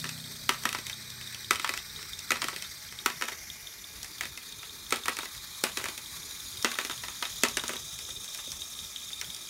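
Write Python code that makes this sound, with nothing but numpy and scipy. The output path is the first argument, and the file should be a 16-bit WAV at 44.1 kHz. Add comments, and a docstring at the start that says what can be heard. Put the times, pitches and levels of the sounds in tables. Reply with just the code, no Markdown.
"""On a hard floor a plastic brick machine whirrs while arms snap and balls knock through its frame.
The whirr is noise coloured by the place of a hand-held microphone moving round it, with thin motor tones;
gear teeth and one tight spot on a wheel strike the gear case's modes; blows excite frame and base plate.
A short diffuse tail follows ticks and knocks. Low rumble lies beneath, and an engine outside, a sum of
sine orders of its firing rate, drones during the first seconds."""
import sys
import numpy as np
from scipy import signal
from scipy.io import wavfile
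from scipy.ndimage import uniform_filter1d

SR = 44100
rng = np.random.default_rng(int(sys.argv[2]) if len(sys.argv) > 2 else 0)


def to_wav(sig):
    """Store sig (one row per channel, or 1-D mono) as 16-bit WAV at the path in sys.argv[1].

    Samples outside -1..1 are clipped; the rate is SR.
    """
    pcm = np.clip(np.atleast_2d(sig), -1, 1) * 32767
    pcm = np.round(pcm).astype(np.int16)
    wavfile.write(sys.argv[1], SR, pcm.T)  # frames by channels


N = 418509
T = np.arange(N) / SR  # time in seconds

# The microphone's walk. Each row: time in seconds, whirr level in dB, place from 0 (above)
# round to 3 (behind), gear case level in dB.
WALK = [(0, -43.5, 0.59, -51), (1.2, -44, 0.57, -56), (2.8, -44, 0.63, -50.5), (3.6, -46, 1.15, -60),
        (4.6, -45.5, 2.09, -52), (5.4, -43, 2.06, -108), (6.3, -42.5, 2.08, -51.5), (7.1, -42, 2.09, -46),
        (7.9, -41.5, 2.42, -50.5), (9.49, -44.5, 2.27, -46.5)]
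WALK_S, WHIRR_DB, PLACE, CASE_DB = np.transpose(WALK)
# Spectrum of the whirr at each of four places along the walk.
# Each row of a place: frequency in Hz, relative level in dB per Hz.
VIEWS = [
    [(350, -42), (600, -5), (717, -26), (778, -25), (868, -7), (1220, -6), (1920, -2), (2560, -9),
     (2870, -28), (3200, -12), (3810, 13.5), (5820, -4.5), (6670, -18), (8420, 6), (10200, -21),
     (12500, -8), (15800, -15)],
    [(350, -46), (600, -3), (660, 4), (833, -8), (943, -10), (1130, 3), (1360, 1.5), (2140, 9.5),
     (2560, -2.5), (3600, 0.5), (5000, 5.5), (5900, 10.5), (8190, -3.5), (11700, 1), (15800, -5.5)],
    [(350, -53), (600, -8), (757, -15), (1130, -2), (1270, -3.5), (1650, -1), (2200, 0), (2550, -7.5),
     (2850, -12), (3200, -6), (3700, 5), (5140, -0.5), (7050, 0), (7650, -9), (8650, -3.5), (11500, -5),
     (15800, -9)],
    [(350, -83), (600, -7.5), (845, -29), (956, -28), (1290, -5.5), (1500, -28), (1870, -25), (2290, -21.5),
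     (2460, -20), (2860, -15), (3600, 11), (4310, -22), (5660, 7.5), (13200, -14.5), (15800, -17)],
]
# Modes of the gear case. Each row: frequency in Hz, width in Hz, relative level in dB.
CASE = [(3315, 185, -4.5), (3683, 75, -3.5), (5600, 550, -2), (6500, 230, -3.5), (1950, 700, -11),
        (4800, 120, -7.5)]
# Rotation of one gear wheel, a little slow at first.
# Each row: time in seconds, turns of its tight spot past the mesh.
WHEEL = [(-.103, -2), (.241, 0), (2.133, 11), (2.818, 15), (9.643, 55)]
WHEEL_S, WHEEL_TURNS = np.transpose(WHEEL)


def gain_of(db):
    """Level to amplitude: 20 dB is a factor of ten."""
    return 10 ** (np.asarray(db) / 20)


def decay(t, t60):
    """Exponential damping: the amplitude falls 60 dB in t60 seconds."""
    return gain_of(-60 * t / t60)


def rise(t, tau):
    """Exponential onset: the amplitude approaches 1 with time constant tau in seconds."""
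    return 1 - np.exp(-t / tau)


def evened(x):
    """Power normalisation: scales to rms 1."""
    return x / np.sqrt(np.mean(x ** 2) + 1e-20)


def peaked(x):
    """Amplitude normalisation: scales to a peak of 1."""
    return x / abs(x).max()


def read(points, hz):
    """Spectral envelope: levels joined by straight lines over log frequency."""
    f, value = np.transpose(points)
    return np.interp(np.log(hz + 1), np.log(f + 1), value)


def add(mix, s, sound):
    """Superposition: adds a sound to the mix at s seconds."""
    part = mix[round(s * SR):][:len(sound)]
    part += sound[:len(part)]


def band(x, low_hz, high_hz):
    """Causal band-pass filtering."""
    edges = [low_hz, min(high_hz, SR / 2.1)]
    return signal.sosfilt(signal.butter(2, edges, "band", fs=SR, output="sos"), x)


def smoothed(x, bins, frames):
    """Moving average over frequency bins and time frames, normalised to rms 1."""
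    return evened(uniform_filter1d(uniform_filter1d(x, size=bins, axis=0), size=frames, axis=1))


def noise(field_db, size, patchy_db, shared_db, bands_db):
    """Short-time synthesis: random spectra shaped by field_db(hz, s) and by fluctuating levels."""
    frames, hz = 4 * N // size + 5, np.fft.rfftfreq(size, 1 / SR)
    a, b, patches, bands = rng.standard_normal((frames, len(hz), 4)).T  # each: bins by frames
    bands = smoothed(bands, bins=3, frames=400)  # narrow and slowly shifting
    patches = smoothed(patches, bins=6, frames=8)
    # one flicker over time, common to all frequencies
    flicker = evened(uniform_filter1d(rng.standard_normal(frames), size=4))
    db = field_db(hz[:, None], np.arange(frames) * size / 4 / SR)
    db = db + patchy_db * patches + shared_db * flicker + bands_db * bands
    spectra = (a + 1j * b) * gain_of(db)
    return signal.istft(spectra, nperseg=size, noverlap=3 * size // 4)[1][:N]


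def ring(modes, t, chance, weight_db, spread_db):
    """Modal superposition: damped sines, each with a random strength, tuning and phase."""
    hz, db, t60 = np.transpose(modes)[:, :, None]
    strength, tune, phase = chance[:, :len(modes), None]
    gain = gain_of(db + weight_db + spread_db * strength - 60 * t / t60)
    return (gain * np.sin(2 * np.pi * hz * (1 + 0.015 * tune) * t + 2 * phase)).sum(0)


def whirr():
    """Directional radiation: dense motor and gear noise whose spectrum follows the viewpoint."""
    def field_db(hz, t):
        at = np.clip(np.interp(t, WALK_S, PLACE), 0, len(VIEWS) - 1)
        # cross-fade between the two nearest places
        return sum(np.maximum(1 - abs(at - k), 0) * read(view, hz) for k, view in enumerate(VIEWS))

    hiss = noise(field_db, size=512, patchy_db=1.5, shared_db=1.5, bands_db=1.3)
    running_rms = np.sqrt(uniform_filter1d(hiss ** 2, size=SR))  # over one second
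    return gain_of(np.interp(T, WALK_S, WHIRR_DB)) * hiss / running_rms


def teeth(per_s=320, uneven_db=3.0):
    """Random impulse excitation: each tooth tick rings one gear case mode; some also click wide."""
    struck = rng.random(N) < per_s / SR
    size = struck * gain_of(uneven_db * np.minimum(rng.exponential(1, N), 3))
    turn = np.interp(T, WHEEL_S, WHEEL_TURNS)
    size *= gain_of(4.0 * np.cos(3 * 2 * np.pi * (turn - .03)))  # the mesh tightens three times a turn
    mode, t = rng.integers(0, len(CASE), N), T[:1500]
    ringing = np.zeros(N)
    for k, (hz, width, db) in enumerate(CASE):
        # a resonance of this width decays at pi times the width
        response = gain_of(db) * rise(t, 0.00022) * np.exp(-np.pi * width * t) * np.sin(2 * np.pi * hz * t)
        ringing += signal.oaconvolve(size * (mode == k), response)[:N]
    click = band(rng.standard_normal(len(t)), 2700, 15000) * decay(t, 0.017)
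    clicks = signal.oaconvolve(size * (mode % 3 == 0), click)[:N]
    rattle = evened(ringing) + gain_of(-13.5) * evened(clicks)
    return gain_of(np.interp(T, WALK_S, CASE_DB)) * rattle


def whine():
    """Narrow-band resonance: noise through narrow filters gives fuzzy motor tones."""
    # Each row: frequency in Hz, width in Hz, rms level in dB.
    tones = [(850, 9.1, -72.5), (1657, 3.3, -71), (2417, 48, -62.5), (3790, 68, -73)]
    out = np.zeros(N)
    for hz, width, db in tones:
        tone = band(rng.standard_normal(N), hz - width / 2, hz + width / 2)
        out += gain_of(db) * evened(tone)
    return out


def air():
    """Broadband background: steady low-frequency noise is the rumble of the room and the street."""
    # Each row: frequency in Hz, relative level in dB per Hz.
    rumble_spectrum = [(12, -58), (20, -39), (40, -2), (59, 1.5), (172, -7), (290, -12.5), (375, -11.5),
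                       (476, -13.5), (567, -50), (805, -59.5), (900, -11), (1170, -86), (1980, -120)]
    rumble = noise(lambda hz, t: read(rumble_spectrum, hz) + 0 * t, size=2048,
                   patchy_db=3.0, shared_db=0.9, bands_db=0)
    return gain_of(-56) * evened(rumble)


def engine():
    """Harmonic orders: multiples of the firing rate, sinking in pitch as the vehicle leaves."""
    # Each row: time in seconds, firing rate in Hz, 4th order rms level in dB, 5th order rms level in dB.
    engine_course = [(0.0, 32, -51.5, -45), (0.36, 31.5, -57, -56.5), (1.34, 30.27, -55.5, -67.5),
                     (2.37, 28.7, -103, -62), (3.2, 26.5, -68, -66)]
    # Weaker orders. Each row: multiple of the firing rate, level in dB relative to the 4th order
    # at the start, fading in dB per second.
    weak_orders = [(3, -7, 4), (7, -6, 5), (8, -3, 24)]
    s, hz, fourth_db, fifth_db = np.transpose(engine_course)
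    cycles = np.cumsum(np.interp(T, s, hz)) / SR
    levels = [(4, np.interp(T, s, fourth_db)), (5, np.interp(T, s, fifth_db))]
    levels += [(round(k), fourth_db[0] + db - fade_db * T) for k, db, fade_db in weak_orders]
    fade_out = np.clip((s[-1] - T) / 0.32, 0, 1)
    drone = sum(gain_of(db) * np.sin(2 * np.pi * (k * cycles + rng.random())) for k, db in levels)
    return np.sqrt(2) * fade_out * drone  # sqrt(2) turns rms into sine amplitude


def blows():
    """Size scaling: smaller parts sound brighter and ring higher; crack and shudder follow pitch and place."""
    # Blows of arms and balls. Each row: start in seconds, blow level in dB, brightness in dB,
    # base plate thud in dB relative to the blow.
    blow_list = [(0.042, -22, -14, -22), (0.053, -28, -16, -14), (0.091, -23.5, -7.5, -34),
                 (0.492, -8, -14, -18.5), (0.523, -29, -10, -21), (0.544, -29, -18, -29),
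                 (0.636, -25, -9, -25), (0.654, -12, -16, -20), (0.69, -20.5, -7.5, -27),
                 (0.728, -20, -11, -28), (0.748, -19, -19.5, -21), (0.786, -25.5, -11.5, -12.5),
                 (0.867, -23.5, -7, -28), (0.897, -22, -8, -32), (1.103, -32, -3, -36),
                 (1.212, -30.5, -10, -25), (1.325, -34, -6.5, -27), (1.346, -26.5, -7, -29),
                 (1.508, -7, -12.5, -19), (1.533, -25, -7, -15), (1.548, -25, -12, -28),
                 (1.557, -20, -9, -28), (1.597, -20, -10.5, -25), (1.628, -32, -12, -21),
                 (1.645, -14, -18, -26), (1.664, -31, -9, -28), (1.675, -27, -11, -25),
                 (1.692, -16, -12, -20), (1.738, -18.5, -11, -24), (1.767, -33, -10, -15),
                 (1.775, -21.5, -10, -30), (1.99, -33, -26, -32), (2.028, -29.5, -8.5, -23),
                 (2.191, -25.5, -5, -34), (2.306, -10.5, -12, -22), (2.318, -10.5, -11.5, -16.5),
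                 (2.342, -29, -8, -23), (2.357, -23.5, -23, -20), (2.369, -25, -12, -20),
                 (2.418, -16, -13, -35), (2.425, -24, -19, -18), (2.442, -18, -10.5, -17),
                 (2.484, -17.5, -14, -26), (2.529, -28, -20, -14), (2.562, -23, -7, -20),
                 (2.623, -24, -6.5, -34), (2.647, -38, -19, -27), (2.924, -29.5, -11, -26),
                 (3.06, -9.5, -13, -17.5), (3.1, -25, -15, -17), (3.212, -22.5, -12, -17),
                 (3.222, -16.5, -16.5, -21), (3.238, -29.5, -7, -9), (3.254, -31, -8, -25),
                 (3.281, -30, -15, -16), (3.285, -19.5, -13.5, -26), (3.32, -28.5, -10.5, -15),
                 (4.03, -26, 10, -41), (4.045, -29, -9.5, -32), (4.209, -18, -11, -28),
                 (4.234, -29, -13, -15.5), (4.254, -28, -9, -15), (4.375, -29, -9, -21),
                 (4.63, -32, -16, -21), (4.907, -23.5, -7.5, -34), (4.924, -11.5, -13, -12),
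                 (4.941, -28, -7, -21), (4.959, -25, -9, -19), (4.968, -29, -12, -18),
                 (5.057, -21.5, -14, -20), (5.082, -14, -15, -19), (5.093, -24, -13, -12),
                 (5.168, -24.5, -9, -21), (5.188, -21, -13, -15.5), (5.231, -26.5, -16, -13),
                 (5.255, -29.5, -10.5, -19), (5.349, -33.5, -9, -29), (5.613, -43, -3, -15),
                 (5.638, -11.5, -13, -10), (5.667, -25, -18, -15), (5.772, -18, -10.5, -16),
                 (5.797, -27, -20, -20), (5.813, -31.5, -17, -7), (5.841, -21.5, -10, -14),
                 (5.856, -20, -15, -31), (5.885, -23.5, -11.5, -15.5), (5.978, -25.5, -6, -21),
                 (6.626, -25.5, -4.5, -36), (6.646, -10, -15.5, -11.5), (6.716, -22.5, -15, -28),
                 (6.754, -29.5, -14, -19), (6.787, -16, -12.5, -15.5), (6.812, -26.5, -9, -14),
                 (6.849, -23, -9, -13), (6.897, -24.5, -15, -15), (6.911, -29, -19, -23),
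                 (7.036, -26.5, -16, -16), (7.083, -27.5, -14, -25), (7.225, -17, -14, -21),
                 (7.253, -26.5, -11, -23), (7.435, -9, -10.5, -10), (7.45, -17.5, -17.5, -20),
                 (7.485, -26, -3, -27), (7.57, -15.5, -11, -15.5), (7.579, -31, -12, -16),
                 (7.637, -22.5, -15, -12), (7.68, -23, -4.5, -21), (7.693, -21, -12.5, -11.5),
                 (7.734, -26, -15, -10.5), (7.757, -30, -13, -13), (7.989, -28.5, -6, -23),
                 (8.089, -38, -23, -8), (8.244, -32, -6.5, -30), (8.347, -28, -6, -39),
                 (8.375, -32, -3, -27), (8.387, -32, -18.5, -19), (8.475, -41, -7, -1),
                 (8.518, -27, -4.5, -30), (9.104, -35, -10, -36), (9.213, -22, -7.5, -37),
                 (9.347, -30, -2, -38), (9.364, -34, -1, -27)]
    # Levels riding on a blow. Each holds: dB for a 2200 Hz part heard from above,
    # dB per octave of the part's pitch, dB per step of place.
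    crack_rule, shudder_rule = (-7.5, 5.3, 2.2), (-11.5, -5, 3.1)
    bright_mid_db, bright_db_per_octave = -12.5, 9
    s, db, bright_db, thud_db = np.transpose(blow_list)
    octaves = np.clip((bright_db - bright_mid_db) / bright_db_per_octave, -1, 1)
    place = np.clip(np.interp(s, WALK_S, PLACE), 0, len(VIEWS) - 1)
    crack_db, shudder_db = np.array([crack_rule, shudder_rule]) @ [1 + 0 * s, octaves, place]
    return list(zip(s, db, 2200 * 2 ** octaves, thud_db, crack_db, shudder_db))


def knocks():
    """Impact excitation: a blow rings frame and base plate, with a clack, a crack and shuddering parts."""
    # Modes of frame and base plate. Each row: frequency in Hz, relative level in dB, t60 in seconds.
    frame_modes = [(981, 11, 0.05), (1140, -4, 0.22), (1321, 20.5, 0.016), (1725, 18.5, 0.011),
                   (1990, 9.5, 0.04), (2240, 14.5, 0.015), (2520, -2, 0.06), (2580, 8.5, 0.024),
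                   (3117, -2, 0.049), (3232, 17, 0.0063), (3710, 9.5, 0.014), (4440, 7.5, 0.02),
                   (5360, 26, 0.0057), (5790, 17.5, 0.02)]
    plate_modes = [(233.8, -7, 0.14), (295, 4, 0.03), (372.7, -1, 0.087), (427, -2, 0.074),
                   (538, -4, 0.067), (636, -4.5, 0.037), (730, -3, 0.0047)]
    frame_hz = np.array(frame_modes)[:, :1]
    t, out = T[:6000], np.zeros(N)
    for s, db, hz, thud_db, crack_db, shudder_db in blows():
        chance = rng.standard_normal((3, 20))
        grit, dust, clumps = rng.standard_normal((3, len(t)))
        # small, high parts shake only the modes close to their own pitch (dB per squared octave)
        near_db = 7.2 * (hz / 2200) ** 2
        octaves_off = np.log2(frame_hz / hz)
        frame = peaked(ring(frame_modes, t, chance, -near_db * octaves_off ** 2, spread_db=2.5))
        clack = peaked(band(grit, hz / 2.3, hz * 2.5) * decay(t, 0.021))
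        struck = (frame + gain_of(-near_db / 1.5) * clack) * rise(t, 0.0007)
        body = peaked(band(struck, 700, 12000))
        thud = peaked(band(ring(plate_modes, t, chance[::-1], 0, spread_db=2), 200, 900))
        crack = peaked(band(dust, 4730, 9800) * decay(t, 0.011))
        snap = peaked(band(grit, 9600, 17700) * decay(t, 0.0085))
        crack += gain_of(-6.5) * snap
        # loose pins chatter in clumps
        clumps = np.clip(evened(uniform_filter1d(clumps, size=80)), -2, 2)
        chatter = band(band(dust * gain_of(1.6 * clumps), 660, 3200), 350, 10500)
        shudder = 0.72 * chatter * decay(t, 0.15) * rise(t, 0.0019)
        knock = body + gain_of(thud_db) * thud + gain_of(crack_db) * crack + gain_of(shudder_db) * shudder
        add(out, s, gain_of(db) * knock)
    return out


def wheel_ticks():
    """Periodic excitation: once a turn the tight spot rings two case modes, louder with the whirr."""
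    tick_db, uneven_db, click_db = -33.5, 4.5, -4.5
    follows_whirr = 0.27  # dB per dB of whirr
    at = np.interp(np.arange(WHEEL_TURNS[0] + 1, WHEEL_TURNS[-1]), WHEEL_TURNS, WHEEL_S)
    whirr_db = np.interp(at, WALK_S, WHIRR_DB)
    t, out = T[:1500], np.zeros(N)
    modes = [(hz, db, 2.2 / width) for hz, width, db in CASE[:2]]  # t60 is 2.2 over the width
    for s, follow_db in zip(at, follows_whirr * (whirr_db - whirr_db.mean())):
        chance, dust = rng.standard_normal((3, 3)), rng.standard_normal(len(t))
        case = peaked(ring(modes, t, chance, 0, spread_db=3) * rise(t, 0.0005))
        click = peaked(band(dust, 3000, 10000) * decay(t, 0.012))
        level_db = tick_db + follow_db + uneven_db * chance[0, 2]
        add(out, s, gain_of(level_db) * (case + gain_of(click_db) * click))
    return out


def room(x, t60=0.25):
    """Diffuse reverberation: convolution with decaying noise, duller as it dies."""
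    t = T[:SR // 2]
    grit = rng.standard_normal((2, len(t))) * (t > .003)  # a gap before the first reflections
    tail = band(grit[0], 160, 5400) * decay(t, t60)
    tail += 1.9 * band(grit[1], 7100, 17000) * decay(t, t60 / 1.5)  # the treble dies sooner
    return signal.oaconvolve(x, tail / np.linalg.norm(tail))[:N]


def scene():
    """Superposition of direct sound, reverberation and background."""
    near = knocks() + wheel_ticks() + teeth()
    return (near + gain_of(-9.0) * room(near) + whirr() + whine() + air() + engine())[None]


def record(dry):
    """Band limiting: a small microphone without deep bass, then a low-pass at the upper edge."""
    edge_hz = 15800
    thin = signal.sosfilt(signal.butter(2, 45, "high", fs=SR, output="sos"), dry)
    low_pass = signal.firwin(511, edge_hz, window=("kaiser", 9), fs=SR)
    return signal.oaconvolve(thin, low_pass[None], "same")


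dry = scene()
out = record(dry)
to_wav(out)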